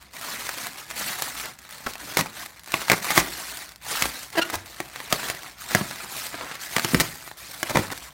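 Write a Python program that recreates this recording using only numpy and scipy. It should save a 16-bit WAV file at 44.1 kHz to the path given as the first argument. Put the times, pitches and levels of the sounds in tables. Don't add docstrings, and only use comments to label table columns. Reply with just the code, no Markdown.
import sys
import numpy as np
from scipy import signal
from scipy.fft import rfft, irfft, next_fast_len
from scipy.io import wavfile
from scipy.ndimage import uniform_filter1d, map_coordinates

SR = 44100
rng = np.random.default_rng(int(sys.argv[2]) if len(sys.argv) > 2 else 0)


def file_out(sig):
    cols = np.atleast_2d(sig).T
    lim = np.clip(cols, -1, 1)
    pcm = np.round(lim * 32767).astype(np.int16)
    wavfile.write(sys.argv[1], SR, pcm)


N = 358929

# start_s, length_s, rise_s, level_db, brightness_db
MOVES = [(0.0, 0.03, 0.02, -44.0, -11), (0.091, 0.08, 0.09, -34.5, -6), (0.181, 0.17, 0.07, -32, -4.5),
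         (0.29, 0.035, 0.03, -30, -6), (0.37, 0.29, 0.04, -32.0, -4), (0.707, 0.09, 0.11, -34.0, -4.5),
         (0.841, 0.08, 0.11, -34.5, -5), (0.927, 0.18, 0.07, -30, -0.5), (1.058, 0.05, 0.04, -29, -5),
         (1.111, 0.16, 0.12, -30.5, -3), (1.25, 0.18, 0.19, -33.5, 0.5), (1.4, 0.05, 0.05, -30.5, -11),
         (1.59, 0.06, 0.05, -46, -5), (1.679, 0.25, 0.03, -41.5, -4.5), (1.932, 0.3, 0.15, -32.5, -6.5),
         (2.251, 0.17, 0.2, -32.5, -5), (2.48, 0.12, 0.03, -50, -5), (2.632, 0.19, 0.14, -29.5, -7),
         (2.853, 0.11, 0.04, -31.5, -3), (3.001, 0.21, 0.05, -27, -4), (3.208, 0.34, 0.08, -34.5, -2),
         (3.51, 0.14, 0.11, -38.5, -3.5), (3.79, 0.27, 0.16, -26.0, -3.5), (4.09, 0.15, 0.06, -38.0, -1.5),
         (4.31, 0.27, 0.03, -34.0, -10.5), (4.633, 0.23, 0.04, -41.5, -6), (4.86, 0.22, 0.12, -35.5, -9),
         (5.081, 0.22, 0.04, -29.0, -6), (5.343, 0.15, 0.05, -38.0, -7.5), (5.551, 0.11, 0.07, -38.0, -1.5),
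         (5.629, 0.16, 0.11, -26.5, -6.5), (5.788, 0.26, 0.12, -34.0, -6), (6.023, 0.25, 0.15, -33.0, -1),
         (6.299, 0.24, 0.04, -33.0, -12), (6.538, 0.11, 0.12, -34.0, -0.5), (6.649, 0.4, 0.13, -29.5, -4),
         (7.049, 0.23, 0.09, -40.5, -1.5), (7.36, 0.29, 0.02, -41, 0.5), (7.59, 0.26, 0.11, -33, -6.5),
         (7.869, 0.19, 0.04, -40.5, -2.5)]
# start_s, level_db, treble_db
SNAPS = [(0.026, -26, 6), (0.167, -13.5, 1), (0.213, -14, 5), (0.468, -6, -3), (0.492, 1.5, -4),
         (0.669, -5.5, 1), (0.733, -23, 10), (0.745, -23, 4), (0.903, -11, 2.5), (0.911, -5, -4),
         (1.004, -21, -2), (1.222, 2, 2), (1.399, -15, -1), (1.457, -14, 8.5), (1.52, -26, 0),
         (1.537, -34, 11), (1.589, -28.5, 14.5), (1.651, -18, -5), (1.692, -21, 5), (1.709, -24.5, 13.5),
         (1.726, -29, 16), (1.783, -24, 9), (1.843, -29, 13), (1.936, -22.5, 14.5), (1.955, -4, -12),
         (1.981, -29, 15), (2.002, -21, 8), (2.26, -7, -7), (2.285, -25, 2), (2.461, -12, 4.5),
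         (2.506, -33, 12), (2.521, -34, 10), (2.562, -24, -4), (2.595, -30, 15), (2.635, -28, 11),
         (2.644, -27, 9), (2.661, -22, 7), (2.676, -14, -2), (2.684, -24, 11), (2.72, -12, 10),
         (2.817, -2, -10), (2.883, 2.5, -10), (2.979, -5, -9), (3.028, -9, 0), (3.045, -1, -2),
         (3.052, -8.5, -1), (3.572, -18, 11), (3.639, -27, 11), (3.692, -30, 16), (3.72, -26.5, 11),
         (3.76, -26.5, 10.5), (3.816, -30, 4), (4.056, 5.5, -12), (4.303, -29, 16), (4.312, -34, 11),
         (4.5, 0, -10), (4.504, -13, 8), (4.542, -1.5, -2), (4.555, -4.5, 2.5), (4.66, -22, 8),
         (4.685, -32, 1), (4.713, -32, 8), (4.723, -32, 2), (4.858, -29, 7), (4.899, -19, -1),
         (4.96, -5.5, -5), (5.003, -3.5, -13), (5.232, -0.5, -31), (5.349, -17, 6), (5.433, -17, 6),
         (5.718, -10, 5), (5.911, -4, -4), (5.959, -10, -1), (6.411, -2, -27), (6.514, -3, -36),
         (6.554, -13.5, 3), (6.783, 6, -8), (6.796, 5.5, -7), (7.011, -6, 6), (7.277, -8.5, -8),
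         (7.314, -7.5, -26), (7.534, -23, 6), (7.545, -31, 7), (7.674, -11, -2), (7.697, -1, -4),
         (7.869, -16, 3), (7.903, -3, -20), (7.977, -15, 6)]
# start_s, level_db, thump_db, cell_pitch_hz, treble_db
POPS = [(1.865, -3.5, -7.5, 1110, -24), (2.171, 9, -3, 580, 6.5), (2.191, 4, 2, 1260, -5),
        (2.21, -1.5, 0.5, 1270, 10), (2.741, 10, -4, 1106, -4.5), (2.899, 13, 3, 754, 2.5),
        (2.917, 12, 3, 590, 4.5), (2.932, 2.5, 2.5, 305, 3), (3.105, -1, -11, 1250, 9.5),
        (3.177, 18.5, 5.5, 1125, -1), (3.182, 5.5, -3, 330, -6), (4.023, 5, -1, 1354, 8),
        (4.803, 1, -11.5, 360, -0.5), (5.126, 9, 2.5, 737, 4), (5.300, -1, -11, 717, 7.5),
        (5.749, 12.5, 9.5, 708, 3.5), (5.811, -2, 2, 366, -22), (6.343, -4, -19, 730, -13),
        (6.765, 8.5, 0, 570, 2), (6.847, 5, -0.5, 356, 3), (6.934, -11, 5, 301, 6),
        (6.946, 14.5, 12, 339, -4.5), (7.0, 1, -14, 1570, 12.5), (7.006, 3.5, 3, 475, 9),
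        (7.63, 3, -10, 1155, 5), (7.757, 9, 6, 980, -17), (7.771, 13.5, 9, 570, -8),
        (7.791, -5, 4, 710, -17)]
# start_s, length_s, level_db, brightness_db, skin_pitch_hz
TEARS = [(1.862, 0.012, -21.5, -6, 1100), (1.872, 0.048, -39.5, 7, 670), (2.173, 0.039, -24.5, 6.5, 1280),
         (2.9, 0.052, -21.5, -3, 1420), (3.102, 0.023, -24.5, 5, 1410), (3.15, 0.065, -23.5, 9, 1910),
         (4.527, 0.032, -28, 2.5, 1110), (5.126, 0.03, -30, 3.5, 704), (5.758, 0.053, -40, -8, 400),
         (6.398, 0.056, -37, -15, 830), (6.999, 0.024, -22.5, 6.5, 605), (7.692, 0.029, -25.5, -1.5, 945),
         (7.746, 0.022, -19.5, -5, 754), (7.777, 0.029, -24, -4, 675), (7.911, 0.025, -29, 0, 1083)]
# start_s, length_s, start_pitch_hz, middle_pitch_hz, end_pitch_hz, level_db, rasp_db
SQUEAKS = [(4.351, 0.015, 444, 402, 374, -28.5, -13), (4.366, 0.039, 357, 335.5, 316, -17, -12),
           (4.412, 0.025, 1337, 1415, 1380, -21, -11)]
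# start_s, level_db, pitch_hz
BOOMS = [(3.188, -4.5, 60.4), (4.04, -11, 58), (4.557, -10, 94), (6.954, -3, 62)]
# start_s, length_s, level_db
SWINGS = [(0.5, 0.28, -50.5), (0.856, 0.36, -53)]

# pitch_hz, level_db (per Hz)
FILM = [(71, -44), (120, -4.5), (167, -9.5), (289, -5.5), (454, -10), (698, -3.5), (1140, -3.5), (1980, 0),
        (3050, -5), (4320, -1), (4880, -3.5), (9210, -4.5), (10400, -7), (15000, -6.5), (16000, -11)]
# pitch_hz, level_db (per Hz)
BURST = [(150, -14.5), (250, 0), (348, 2), (460, -9.5), (698, -2), (875, -5.5), (1040, -3), (1470, -2.5),
         (1950, 3.5), (2810, -5), (3280, -5), (5540, -6), (7700, -9), (14900, -14.5), (16000, -9)]
# pitch_hz, level_db (per Hz)
CUSHION = [(25, -47), (60, -21), (100, -3), (150, -3), (190, -1), (270, -3), (420, -10.5), (1000, -38),
           (4000, -87)]
# pitch_hz, level_db
SKIN = [(340, -0.5), (690, 0.5), (1020, -7), (1400, -13), (1700, -1.5), (2040, -5), (2380, -28), (2750, -7),
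        (3000, -8), (3450, -24), (4100, -16), (5200, -17), (16000, -58)]
# pitch_hz, level_db (per Hz)
SHEET = [(60, -28), (130, -10), (190, 4), (290, 3), (420, -18), (1200, -50)]
# pitch_hz, level_db (per Hz)
VENT = [(20, -47), (40, -11), (58, 10.5), (85, -2.5), (170, -2), (400, -31), (1500, -23), (5000, -35),
        (16000, -44)]
# pitch_hz, fade_s
SHOP = [(100, 0.54), (500, 0.4), (2000, 0.18), (6000, 0.34), (16000, 0.14)]

REST_DB, REST_BRIGHT_DB = -53, -12
SETTLE_DB_PER_S = 160
CREASES_PER_S, EASY_MOVE_DB = 4500, -36
FLUTTER_DB, FLUTTER_GROWS = 4, 0.15
SLIP_SCATTER, GRIP_SCATTER_DB = 0.05, 3
SKIN_RING_HZ, SKIN_RING_S, SKIN_RING_DB = 1450, 0.11, -22.5
TOP_HZ = 16000


def amp(db):
    return 10 ** (np.asarray(db) / 20)


def unit(x):
    return x / np.sqrt(np.mean(x ** 2) + 1e-20)


def norm(x):
    return x / (np.linalg.norm(x) + 1e-12)


def along(points, hz):
    point_hz, value = np.transpose(points)
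    return np.interp(np.log(hz + 1), np.log(point_hz + 1), value)


def wobble(rate):
    knots = rng.standard_normal(int(N * rate / SR) + 4)
    return map_coordinates(knots, [np.arange(N) * rate / SR])


def add(track, s, x):
    i = max(round(s * SR), 0)
    track[i:i + len(x)] += x[:max(len(track) - i, 0)]


def colour(x, spectrum, size=4096):
    level_db = np.maximum(along(spectrum, np.fft.rfftfreq(size, 1 / SR)), -80)
    cepstrum = irfft(np.log(amp(level_db)))
    cepstrum[1:size // 2] *= 2
    cepstrum[size // 2 + 1:] = 0
    response = irfft(np.exp(rfft(cepstrum)))
    return signal.fftconvolve(x, response)[:len(x)]


def shelf(x, db, corner_hz=2800):
    for step in range(2):
        low = signal.lfilter(*signal.butter(1, corner_hz, fs=SR), x)
        x = low + amp(db / 2) * (x - low)
    return x


def ring(t, hz, t60):
    return np.sin(2 * np.pi * hz * t) * amp(-60 * t / t60) * (1 - np.exp(-2 * hz * t))


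def clicks(rate, spread_db, size):
    share = np.clip(rate / SR, 1e-4, 1)
    sizes = amp(spread_db * np.clip(rng.standard_normal(size), -3, 2.5))
    signs = rng.choice([-1, 1], size)
    happens = rng.random(size) < share
    return unit(happens * signs * sizes / np.sqrt(share))


def crack(t, t60, flutter_db, width):
    pulse = norm((1 - t / width) * np.exp(-t / width))
    flutter = norm(clicks(14000, 1.2, len(t)) * amp(-60 * t / t60))
    return pulse + amp(flutter_db) * flutter


def moments(level_db, count):
    activity = np.cumsum(amp(0.5 * level_db))
    return np.searchsorted(activity, rng.random(count) * activity[-1])


def handling():
    t = np.arange(N) / SR
    power = np.full(N, amp(REST_DB) ** 2)
    bright_sum = power * REST_BRIGHT_DB
    for s, length, rise, db, bright_db in MOVES:
        span = slice(max(round(s * SR), 0), round((s + length + 0.5) * SR))
        age = t[span] - s
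        attack = np.sin(np.pi / 2 * np.clip(age / rise, 0, 1)) ** 2
        settling_db = SETTLE_DB_PER_S * np.maximum(age - length, 0)
        move_power = (attack * amp(db - settling_db)) ** 2
        power[span] += move_power
        bright_sum[span] += move_power * bright_db
    return 10 * np.log10(power), bright_sum / power


def rustle(level_db, bright_db):
    level_db = level_db + 0.5 * wobble(28)
    crease_rate = CREASES_PER_S * amp(0.6 * (level_db - EASY_MOVE_DB))
    creases = clicks(crease_rate, spread_db=3.2, size=N)
    sliding = shelf(rng.standard_normal(N), -6.5)
    film = facets(colour(creases + amp(-7) * sliding, FILM), depth_db=2.8)
    film = film * amp(level_db + 1.45 * wobble(130))
    ticks = crackles(level_db, centre_hz=3600, cycles=14, spread_db=4.5)
    ticks += amp(9) * crackles(level_db, centre_hz=5500, cycles=7, spread_db=3, count=380)
    return shelf(film + ticks, bright_db)


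def facets(x, depth_db, size=512):
    z = signal.stft(x, nperseg=size)[2]
    field = uniform_filter1d(rng.standard_normal(z.shape), size=7, axis=0)
    field = uniform_filter1d(field, size=3, axis=1)
    shifted = signal.istft(z * amp(depth_db * unit(field)), nperseg=size)[1]
    return unit(shifted[:len(x)])


def crackles(level_db, centre_hz, cycles, spread_db, count=2500):
    out, t = np.zeros(N), np.arange(SR // 100) / SR
    draws = np.clip(rng.standard_normal((count, 2)), -2.5, 2.5)
    for i, (pitch, size) in zip(moments(level_db, count), draws):
        hz = centre_hz * np.exp(1.3 * np.tanh(0.7 * pitch))
        add(out, i / SR, amp(level_db[i] + spread_db * size) * ring(t, hz, cycles / hz))
    return out


def pops(count=3):
    out, t = np.zeros(N), np.arange(SR // 5) / SR
    for s, db, thump_db, cell_hz, treble_db in POPS:
        bang = norm(colour(crack(t, t60=0.02, flutter_db=4, width=0.0004), BURST))
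        ratios = rng.uniform(1.4, 3.2, count)
        upper = sum(norm(ring(t, cell_hz * ratio, t60=0.025)) for ratio in ratios)
        cell = norm(norm(ring(t, cell_hz, t60=0.02)) + amp(-6) * upper)
        thump = norm(colour(crack(t, t60=0.052, flutter_db=5, width=0.00062), CUSHION))
        burst = shelf(bang, treble_db) + amp(-6) * cell
        add(out, s, amp(db) * burst + amp(thump_db) * thump)
    return out


def tears(skin_db, count=4):
    out, t = np.zeros(N), np.arange(SR // 100) / SR
    for s, length, db, bright_db, skin_hz in TEARS:
        u = np.linspace(0, 1, max(int(length * SR), 64))
        rip, skin = 0, 0
        for ratio in np.geomspace(0.6, 1.6, count):
            ruptures = clicks(1500, spread_db=2, size=len(u))
            patch = norm(ring(t, skin_hz * ratio, t60=0.004))
            rip = rip + ruptures
            skin = skin + signal.fftconvolve(ruptures, patch)[:len(u)]
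        rip = shelf(unit(colour(rip, BURST)), bright_db)
        swell = np.abs(np.sin(np.pi * u)) ** 0.6
        add(out, s, amp(db) * (amp(-2) * rip + amp(skin_db) * unit(skin)) * swell)
    return out


def booms():
    out, t = np.zeros(N), np.arange(SR // 4) / SR
    for s, db, hz in BOOMS:
        add(out, s, amp(db) * norm(ring(t, hz, t60=0.16)))
    return out


def snap(db, treble_db):
    t = np.arange(SR // 25) / SR
    tick = crack(t, t60=0.018, flutter_db=FLUTTER_DB + FLUTTER_GROWS * db, width=0.0002)
    return amp(db) * shelf(norm(colour(tick, FILM)), treble_db)


def snaps(level_db, small_db, spread_db, count=130):
    out = np.zeros(N)
    tints = rng.uniform(-1.2, 1, (count, 2))
    for i, (size, tint) in zip(moments(level_db, count), tints):
        add(out, i / SR, snap(level_db[i] + small_db + spread_db * size, treble_db=4.3 * tint))
    for s, db, treble_db in SNAPS:
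        add(out, s, snap(db, treble_db))
    return out


def squeaks(count=16):
    out = np.zeros(N)
    for s, length, start_hz, middle_hz, end_hz, db, rasp_db in SQUEAKS:
        u = np.linspace(0, 1, int(length * SR))
        glide = np.polyfit([0, 0.5, 1], [start_hz, middle_hz, end_hz], 2)
        pitch_hz = np.polyval(glide, u)
        uneven_hz = pitch_hz * (1 + SLIP_SCATTER * wobble(2 * middle_hz)[:len(u)])
        phase = 2 * np.pi * np.cumsum(uneven_hz) / SR
        tone = np.zeros(len(u))
        for k in range(1, count):
            if k * middle_hz < TOP_HZ:
                overtone = np.sin(k * phase + rng.uniform(0, 2 * np.pi))
                tone += amp(along(SKIN, k * pitch_hz)) * overtone
        tone = unit(tone * amp(GRIP_SCATTER_DB * wobble(middle_hz)[:len(u)]))
        slips = (1 + np.cos(phase)) ** 2
        rasp = unit(colour(rng.standard_normal(len(u)) * slips, FILM))
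        add(out, s, amp(db) * (tone + amp(rasp_db) * rasp) * np.sin(np.pi * u))
    cell = norm(ring(np.arange(SR // 10) / SR, SKIN_RING_HZ, SKIN_RING_S))
    return out + amp(SKIN_RING_DB) * signal.fftconvolve(out, cell)[:N]


def relaxing(tick_db, spread_db, count=150):
    out = np.zeros(N)
    for when, size, tint in rng.random((count, 3)):
        add(out, when * N / SR, snap(tick_db - spread_db * size, treble_db=9 * tint))
    return out


def waved_sheet():
    t = np.arange(N) / SR
    swing = np.zeros(N)
    for s, length, db in SWINGS:
        swing += amp(db) * np.sin(np.pi * np.clip((t - s) / length, 0, 1))
    flutter = amp(2 * wobble(25.1))
    return swing * flutter * unit(colour(rng.standard_normal(N), SHEET))


def counter(x, echo_db, count=8):
    walls = np.zeros(SR // 50)
    delays_s = rng.uniform(0.001, 0.009, count)
    walls[(delays_s * SR).astype(int)] = rng.normal(0, 1, count)
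    return amp(echo_db) * signal.fftconvolve(x, norm(walls))


def shop(x, wet_db):
    hz, t, z = signal.stft(rng.standard_normal(SR // 2), SR, nperseg=256)
    fade = amp(-60 * t / along(SHOP, hz)[:, None])
    tail = signal.istft(z * fade, SR, nperseg=256)[1]
    late_tail = np.pad(norm(tail), (SR // 200, 0))
    return amp(wet_db) * signal.fftconvolve(x, late_tail)


def echoes(x, size=8192):
    out = np.zeros(N)
    dull = np.pad(shelf(x, -12.5), (0, size))
    for i in range(0, N, size // 2):
        part = dull[i:i + size] * np.hanning(size)
        add(out, i / SR, counter(part, echo_db=-8.5))
        add(out, i / SR, shop(part, wet_db=-12))
    return out


def ventilation():
    return amp(-58) * unit(colour(rng.standard_normal(N), VENT))


def scene():
    level_db, bright_db = handling()
    wrap = rustle(level_db, bright_db)
    wrap += pops() + tears(skin_db=-2.5) + booms()
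    wrap += snaps(level_db, small_db=15, spread_db=4)
    wrap += squeaks()
    wrap += relaxing(tick_db=-26, spread_db=10) + waved_sheet()
    return (wrap + echoes(wrap) + ventilation())[None]


def record(dry):
    rounded = dry / (1 + np.abs(dry / 0.85) ** 4) ** (1 / 4)
    size = next_fast_len(N + SR // 4)
    kept = np.fft.rfftfreq(size, 1 / SR) < TOP_HZ
    return irfft(rfft(rounded, size) * kept, size)[:, :N]


dry = scene()
out = record(dry)
file_out(out)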